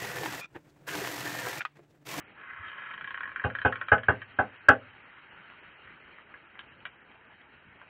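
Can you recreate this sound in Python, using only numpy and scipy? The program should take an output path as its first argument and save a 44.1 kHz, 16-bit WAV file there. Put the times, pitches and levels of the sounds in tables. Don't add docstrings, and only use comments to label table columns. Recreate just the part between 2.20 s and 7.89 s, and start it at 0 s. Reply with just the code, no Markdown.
import sys
import numpy as np
from scipy import signal
from scipy.io import wavfile
from scipy.ndimage import uniform_filter1d

SR = 44100
rng = np.random.default_rng(int(sys.argv[2]) if len(sys.argv) > 2 else 0)


def int16_out(signal):
    q = np.round(np.clip(np.atleast_2d(signal).T, -1, 1) * 32767)
    wavfile.write(sys.argv[1], SR, q.astype(np.int16))


def boost(x):
    u = np.asarray(x, float) / 20
    return 10 ** u


N = 250929

# pitch_hz, level_db, t60_s
CLOSER_MODES = [(577, -17.5, 0.017), (1047, -10, 0.02), (1106, -8.5, 0.024), (1255, -7.5, 0.017),
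                (1407, 2.5, 0.013), (1570, -2, 0.015), (1690, -2.5, 0.032), (1812, -5, 0.027),
                (1932, -11.5, 0.031), (2106, -11.5, 0.017), (2328, -5.5, 0.017)]
# pitch_hz, level_db, t60_s
STIFF_MODES = [(2680, -6, 0.021), (2640, -7.5, 0.005), (2704, 3, 0.004), (3400, 0, 0.015), (3128, 9, 0.017),
               (3750, -9.5, 0.045), (3940, -9, 0.0048)]


def evened(x):
    return x / np.sqrt(np.mean(x ** 2) + 1e-20)


def peaked(x):
    return x / np.max(abs(x))


def read(points, hz):
    f, value = np.transpose(points)
    return np.interp(np.log(hz + 1), np.log(f + 1), value)


def add(mix, start_s, sound):
    part = mix[round(start_s * SR):][:len(sound)]
    part += sound[:len(part)]


def ring(modes, rise_s, spot_db, detune, size=9000, count=3, sustain=1, signs=None):
    t = np.arange(size) / SR
    hz, db, t60 = np.transpose(count * list(modes))[:, :, None]
    spot, tune, side = rng.standard_normal((3, len(hz), 1))
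    if signs is not None:
        side = np.reshape(signs, side.shape)
    sines = np.sign(side) * np.sin(2 * np.pi * hz * (1 + detune * tune) * t)
    decay = boost(db + spot_db * spot - 60 * t / (t60 * sustain))
    onset = 1 - np.exp(-t / rise_s)
    return peaked((decay * sines).sum(0) * onset)


def street():
    # frequency_hz, level_db
    colour = [(15, -44), (25, -11.5), (85, -7.5), (370, -10), (720, -14), (1500, 1), (3040, -6.5),
              (3400, -13.5)]
    # time_s, hiss_db
    traffic = [(0, -56.5), (1.198, -52), (2.2, -53), (2.949, -54.5), (3.3, -53), (4.002, -55.5),
               (5.099, -58), (5.69, -58)]
    rumble_mean_db, rumble_follows = -62, .15
    frames, hz = N // 256 + 5, np.fft.rfftfreq(1024, 1 / SR)
    real, imaginary, patches = rng.standard_normal((frames, 513, 3)).T
    patches = uniform_filter1d(patches, 12, 0)
    patches = evened(uniform_filter1d(patches, 8, 1))
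    flicker = evened(uniform_filter1d(rng.standard_normal(frames), 3))
    level_db = read(colour, hz)[:, None] + 1.9 * patches + 1.1 * flicker
    spectrum = (real + 1j * imaginary) * boost(level_db) * (hz[:, None] < 5000)
    high = np.clip((hz[:, None] - 700) / 300, 0, 1)
    split = spectrum * np.sqrt([high, 1 - high])
    hiss, rumble = signal.istft(split, nperseg=1024, noverlap=768)[1][:, :N]
    hiss_db = np.interp(np.arange(N) / SR, *np.transpose(traffic))
    rumble_db = rumble_mean_db + rumble_follows * (hiss_db - hiss_db.mean())
    return evened(hiss) * boost(hiss_db) + evened(rumble) * boost(rumble_db)


def gear():
    # start_s, peak_db, pitch_hz, brightness_db
    ticks = [(.0044, -39, 1770, -21.5), (3.2994, -42, 2160, -9), (3.5194, -56, 1750, -4),
             (3.674, -42.5, 1860, -13), (3.9844, -38.5, 1790, -25), (4.14, -38.5, 1710, -30.5),
             (4.354, -44, 1780, -25), (4.374, -44, 1810, -23), (4.3919, -36, 1630, 7),
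             (4.6037, -47, 2480, -18.5), (4.6532, -29.5, 2275, -3), (4.734, -59, 2280, -14),
             (4.9148, -47.5, 1720, -3), (5.1136, -61, 1850, -8), (5.2144, -54, 1900, 2.5),
             (5.6144, -41, 1570, -13.5)]
    # share of the pitch, level_db, t60_s
    shell = [(.3, -17, 0.0093), (.48, -15, 0.016), (.67, 1, 0.01), (.85, -9, 0.018),
             (1, -8, 0.022), (1.2, -3, 0.0075), (1.45, -14, 0.0082)]
    out = np.zeros(N)
    for start_s, peak_db, pitch_hz, bright_db in ticks:
        modes = [(share * pitch_hz, *rest) for share, *rest in shell]
        top = boost(bright_db - 0.5) * ring(STIFF_MODES, 0.00015, 0.3, 0.0049, size=2000)
        body = ring(modes, 0.0011, 0.37, 0.017, size=2000)
        add(out, start_s, boost(peak_db + 2.74) * (body + top))
    return out


def porch(x, echo_db, tail_db):
    # delay_s, level_db
    echoes = [(.0045, -13), (.009, -7), (.0135, -14), (.018, -12), (.027, -16)]
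    # frequency_hz, t60_s
    decay_times = [(100, 0.034), (400, 0.26), (1000, 0.12), (2000, 0.11), (4000, 0.084)]
    taps = np.zeros(SR // 2)
    at = np.arange(120, SR // 2 - 20, 20)
    taps[at + rng.integers(0, 20, len(at))] = rng.choice([-1., 1.], len(at))
    hz, t, z = signal.stft(taps, SR, nperseg=256)
    decay = boost(-60 * t / read(decay_times, hz)[:, None])
    tail = signal.istft(z * decay, SR, nperseg=256)[1]
    tail *= boost(tail_db) / np.linalg.norm(tail)
    tail[0] += 1
    for delay_s, db in echoes:
        tail[round(delay_s * SR)] += boost(db + echo_db)
    return signal.fftconvolve(x, tail)[:N]


def slip(tube, bright_db):
    drag_s, drag_db = 0.016, 9
    frame = boost(-2) * ring(CLOSER_MODES, 0.0021, 1.9, .03, size=3000)
    top = boost(bright_db + 6.5) * ring(STIFF_MODES, .0003, 0.81, 0.034, size=3000)
    release = peaked(tube + frame) + top
    t = np.arange(2000) / SR
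    chatter = rng.standard_normal(2000) ** 3 * np.exp(-(t / drag_s) ** 4)
    chatter *= boost(min(bright_db + drag_db, 3)) / np.linalg.norm(chatter)
    chatter[0] = 1
    return peaked(signal.fftconvolve(chatter, release))


def closer():
    # start_s, peak_db
    slips = [(0.7134, -39.5), (0.7368, -32.5), (0.777, -30.5), (0.8093, -29), (0.8428, -28),
             (0.8736, -27.5), (0.9061, -26), (0.9429, -25.5), (0.9744, -26), (1.0061, -25), (1.0321, -26.5),
             (1.055, -27), (1.0754, -30), (1.0919, -32.5), (1.1161, -28.5), (1.1595, -21.5), (1.1958, -24),
             (1.2174, -31), (1.2391, -19.5), (1.2995, -28.5), (1.3503, -20.5), (1.3858, -22), (1.4154, -22),
             (1.5238, -21.5), (1.5559, -25), (1.6127, -22.5), (1.684, -22.5), (1.7804, -28.5), (1.833, -29),
             (2.0172, -31.5)]
    # time_s, brightness_db
    seal = [(.14, -15.5), (.43, -22.5), (.485, -6.5), (.55, -16.5), (.9, -15), (1.1, -28.5), (1.4, -19),
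            (1.7, -17), (2.02, -14.5)]
    # pitch_hz, level_db, t60_s
    squeal_modes = [(1710, -3.5, 0.045), (2054, -3, 0.049)]
    start_s, swell_s, end_s, fade_s = 0.16, 0.24, .76, .02
    rub_db, first_db, growth_db, squeal_db = -47.5, -6, 2.5, -6.5
    slips_per_s = 260
    t = np.arange(N) / SR
    bright_db = np.interp(t, *np.transpose(seal))
    chance, sizes, kind = rng.random((3, N))
    train = (chance < slips_per_s / SR) * boost(-2.0 * np.log(sizes + .02))
    train += .06 * (2 * sizes - 1)
    low, top = np.zeros((2, N))
    for k in range(4):
        part = train * (np.floor(4 * kind) == k)
        low += signal.oaconvolve(part, ring(CLOSER_MODES, .0004, 1.5, .04, size=3000))[:N]
        top += signal.oaconvolve(part, ring(STIFF_MODES, 0.00055, 1.9, 0.038, size=3000))[:N]
    squeal_ring = ring(squeal_modes, 0.0012, 0, 0, size=3000, count=1)
    squeal = evened(signal.oaconvolve(train, squeal_ring)[:N])
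    swell = np.clip((t - start_s) / swell_s, 0, 1)
    level_db = rub_db + first_db * (1 - swell) + growth_db * (t - start_s) / (end_s - start_s)
    stroke = (t > start_s) * np.clip((end_s - t) / fade_s, 0, 1)
    rub = evened(low) + boost(squeal_db) * squeal + evened(top) * boost(bright_db + 4.0)
    out = rub * boost(level_db) * stroke
    tube = ring(CLOSER_MODES, .0012, 0, 0, size=3000, count=1)
    for slip_s, peak_db in slips:
        add(out, slip_s, boost(peak_db + 0.3) * slip(tube, bright_db[round(slip_s * SR)]))
    return out


def bump():
    # centre_s, level_db, pitch_hz, length_s
    touch = (.406, -46, 86, .045)
    centre_s, level_db, pitch_hz, length_s = touch
    out = np.zeros(N)
    t = np.arange(0, length_s, 1 / SR)
    pulse = np.sin(2 * np.pi * pitch_hz * t) * np.hanning(len(t))
    add(out, centre_s - length_s / 2, boost(level_db) * pulse)
    return out


def knock(rap_db, panel_db, crack_db):
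    # pitch_hz, level_db, t60_s
    burst_modes = [(1220, -12, .07), (1305, -5, .09), (1425, -8, .08), (1530, 0, .085), (1635, -6, .08),
                   (1690, -7, .08), (1790, -12, .07), (1925, -14, .07), (2030, -15, .07), (2130, -15, .07)]
    # pitch_hz, level_db, t60_s
    panel_modes = [(257.3, -7, 0.22), (299.6, -12, 0.15), (400, -4, 0.07), (442.2, -11.5, 0.19),
                   (501.5, -3.5, 0.13), (552, -3, 0.07), (632, -1, 0.08), (683.5, -10, 0.15),
                   (751, 1, 0.07), (810, 2.5, 0.074), (834.3, 1, 0.089), (940, -17.5, 0.047),
                   (1103, -7.5, 0.14), (1165, -2.5, 0.11)]
    # pitch_hz, level_db, t60_s
    hardware_modes = [(2100, 4, 0.099), (2367, 15.5, 0.037), (2686, 14, 0.16), (2585, -18.5, 0.064),
                      (2964, -1, 0.13), (2903, -11.5, 0.18), (3050, -15, 0.055), (3184, 2.5, 0.19),
                      (3360, -2.5, 0.051), (3345, 5.5, 0.17), (3600, -7.5, 0.17), (4164, -14, 0.029)]
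    rap_hz, burst_s = 1551.4, 0.00711
    t = np.arange(9000) / SR
    burst_envelope = np.clip(t / 0.0047, 0, 1) ** 0.51 * np.clip((burst_s - t) / 0.0026, 0, 1)
    burst_tone = np.sin(2 * np.pi * rap_hz * t) * burst_envelope
    burst = burst_tone + boost(-6) * ring(burst_modes, 0.0084, 1.5, .02, count=4)
    panel = ring(panel_modes, .004, 1.5, .003, count=1)
    grain = boost(2.5) * ring(panel_modes, 0.0022, 1.7, 0.091, count=10, sustain=0.83)
    crack = boost(crack_db + 3) * ring(hardware_modes, 0.005, 0.91, .08, count=8, sustain=0.64)
    return boost(rap_db - 1.23) * peaked(burst) + boost(panel_db + 4.5) * peaked(panel + grain) + crack


def door():
    # start_s, rap_db (peak), thud_db, panel_db, crack_db
    knocks = [
        (1.2439, -23, -26, -25.5, -36),
        (1.4488, -10.5, -26, -19.5, -32),
        (1.717, -4, -24.5, -15.5, -31),
        (1.8837, -7.5, -25, -21, -32.5),
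        (2.1873, -11.5, -32.5, -20.5, -39.5),
        (2.485, -0.5, -26, -15, -24),
    ]
    # pitch_hz, level_db, t60_s
    frame_modes = [(97.1, 0.5, 0.04), (119.1, -23, .36), (101.8, -34.5, 0.71), (82.5, -2.5, 0.077),
                   (136, -9, 0.033), (174.8, -18.5, 0.12), (207.6, -23.5, .14)]
    frame_signs = [1, 1, -1, -1, -1, 1, -1]
    lead_s = 0.00024
    out = np.zeros(N)
    thud = ring(frame_modes, 0.0027, 0, 0, size=16000, count=1, signs=frame_signs)
    for start_s, rap_db, thud_db, panel_db, crack_db in knocks:
        add(out, start_s - lead_s, boost(thud_db + 4.0) * thud)
        add(out, start_s, knock(rap_db, panel_db, crack_db))
    return out


def scene():
    creak = porch(closer(), -12.5, -6)
    knocking = porch(door(), -23.5, -6)
    ticking = porch(gear(), -28, -4)
    return (knocking + creak + ticking + bump() + street())[None]


def mute_bands(x):
    # from_hz, to_hz, muted share of the time
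    muted_bands = [(3440, 3610, .45), (3610, 3960, .12), (3960, 4170, .7), (4170, 4370, .35),
                   (4370, 4600, .9)]
    hz, t, z = signal.stft(x, SR, nperseg=1024)
    for low_hz, high_hz, share in muted_bands:
        band = (hz >= low_hz) & (hz < high_hz)
        power = (abs(z[:, band]) ** 2).mean(1)
        power = np.log(uniform_filter1d(power, size=3) + 1e-20)
        power = power - .7 * uniform_filter1d(power, size=40)
        z[:, band] *= (power > np.quantile(power, share))[:, None]
    return signal.istft(z, SR, nperseg=1024)[1][:, :N]


def band_limit(x):
    return signal.sosfilt(signal.butter(12, 16000, fs=SR, output="sos"), x)


def record(dry):
    low_pass = signal.butter(N=6, Wn=3500, fs=SR, output="sos")
    high_pass = signal.butter(N=2, Wn=55, btype="high", fs=SR, output="sos")
    narrow = signal.sosfilt(high_pass, signal.sosfilt(low_pass, dry))
    for null_hz, sharpness in [(3500, 9), (4030, 22)]:
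        narrow = signal.lfilter(*signal.iirnotch(null_hz, sharpness, SR), narrow)
    edge = signal.firwin(401, 4380, window=("kaiser", 9), fs=SR)
    narrow = signal.oaconvolve(narrow, edge[None], "same")
    capped = np.clip(mute_bands(narrow), -.71, .76)
    return band_limit(capped)


dry = scene()
out = record(dry)
int16_out(out)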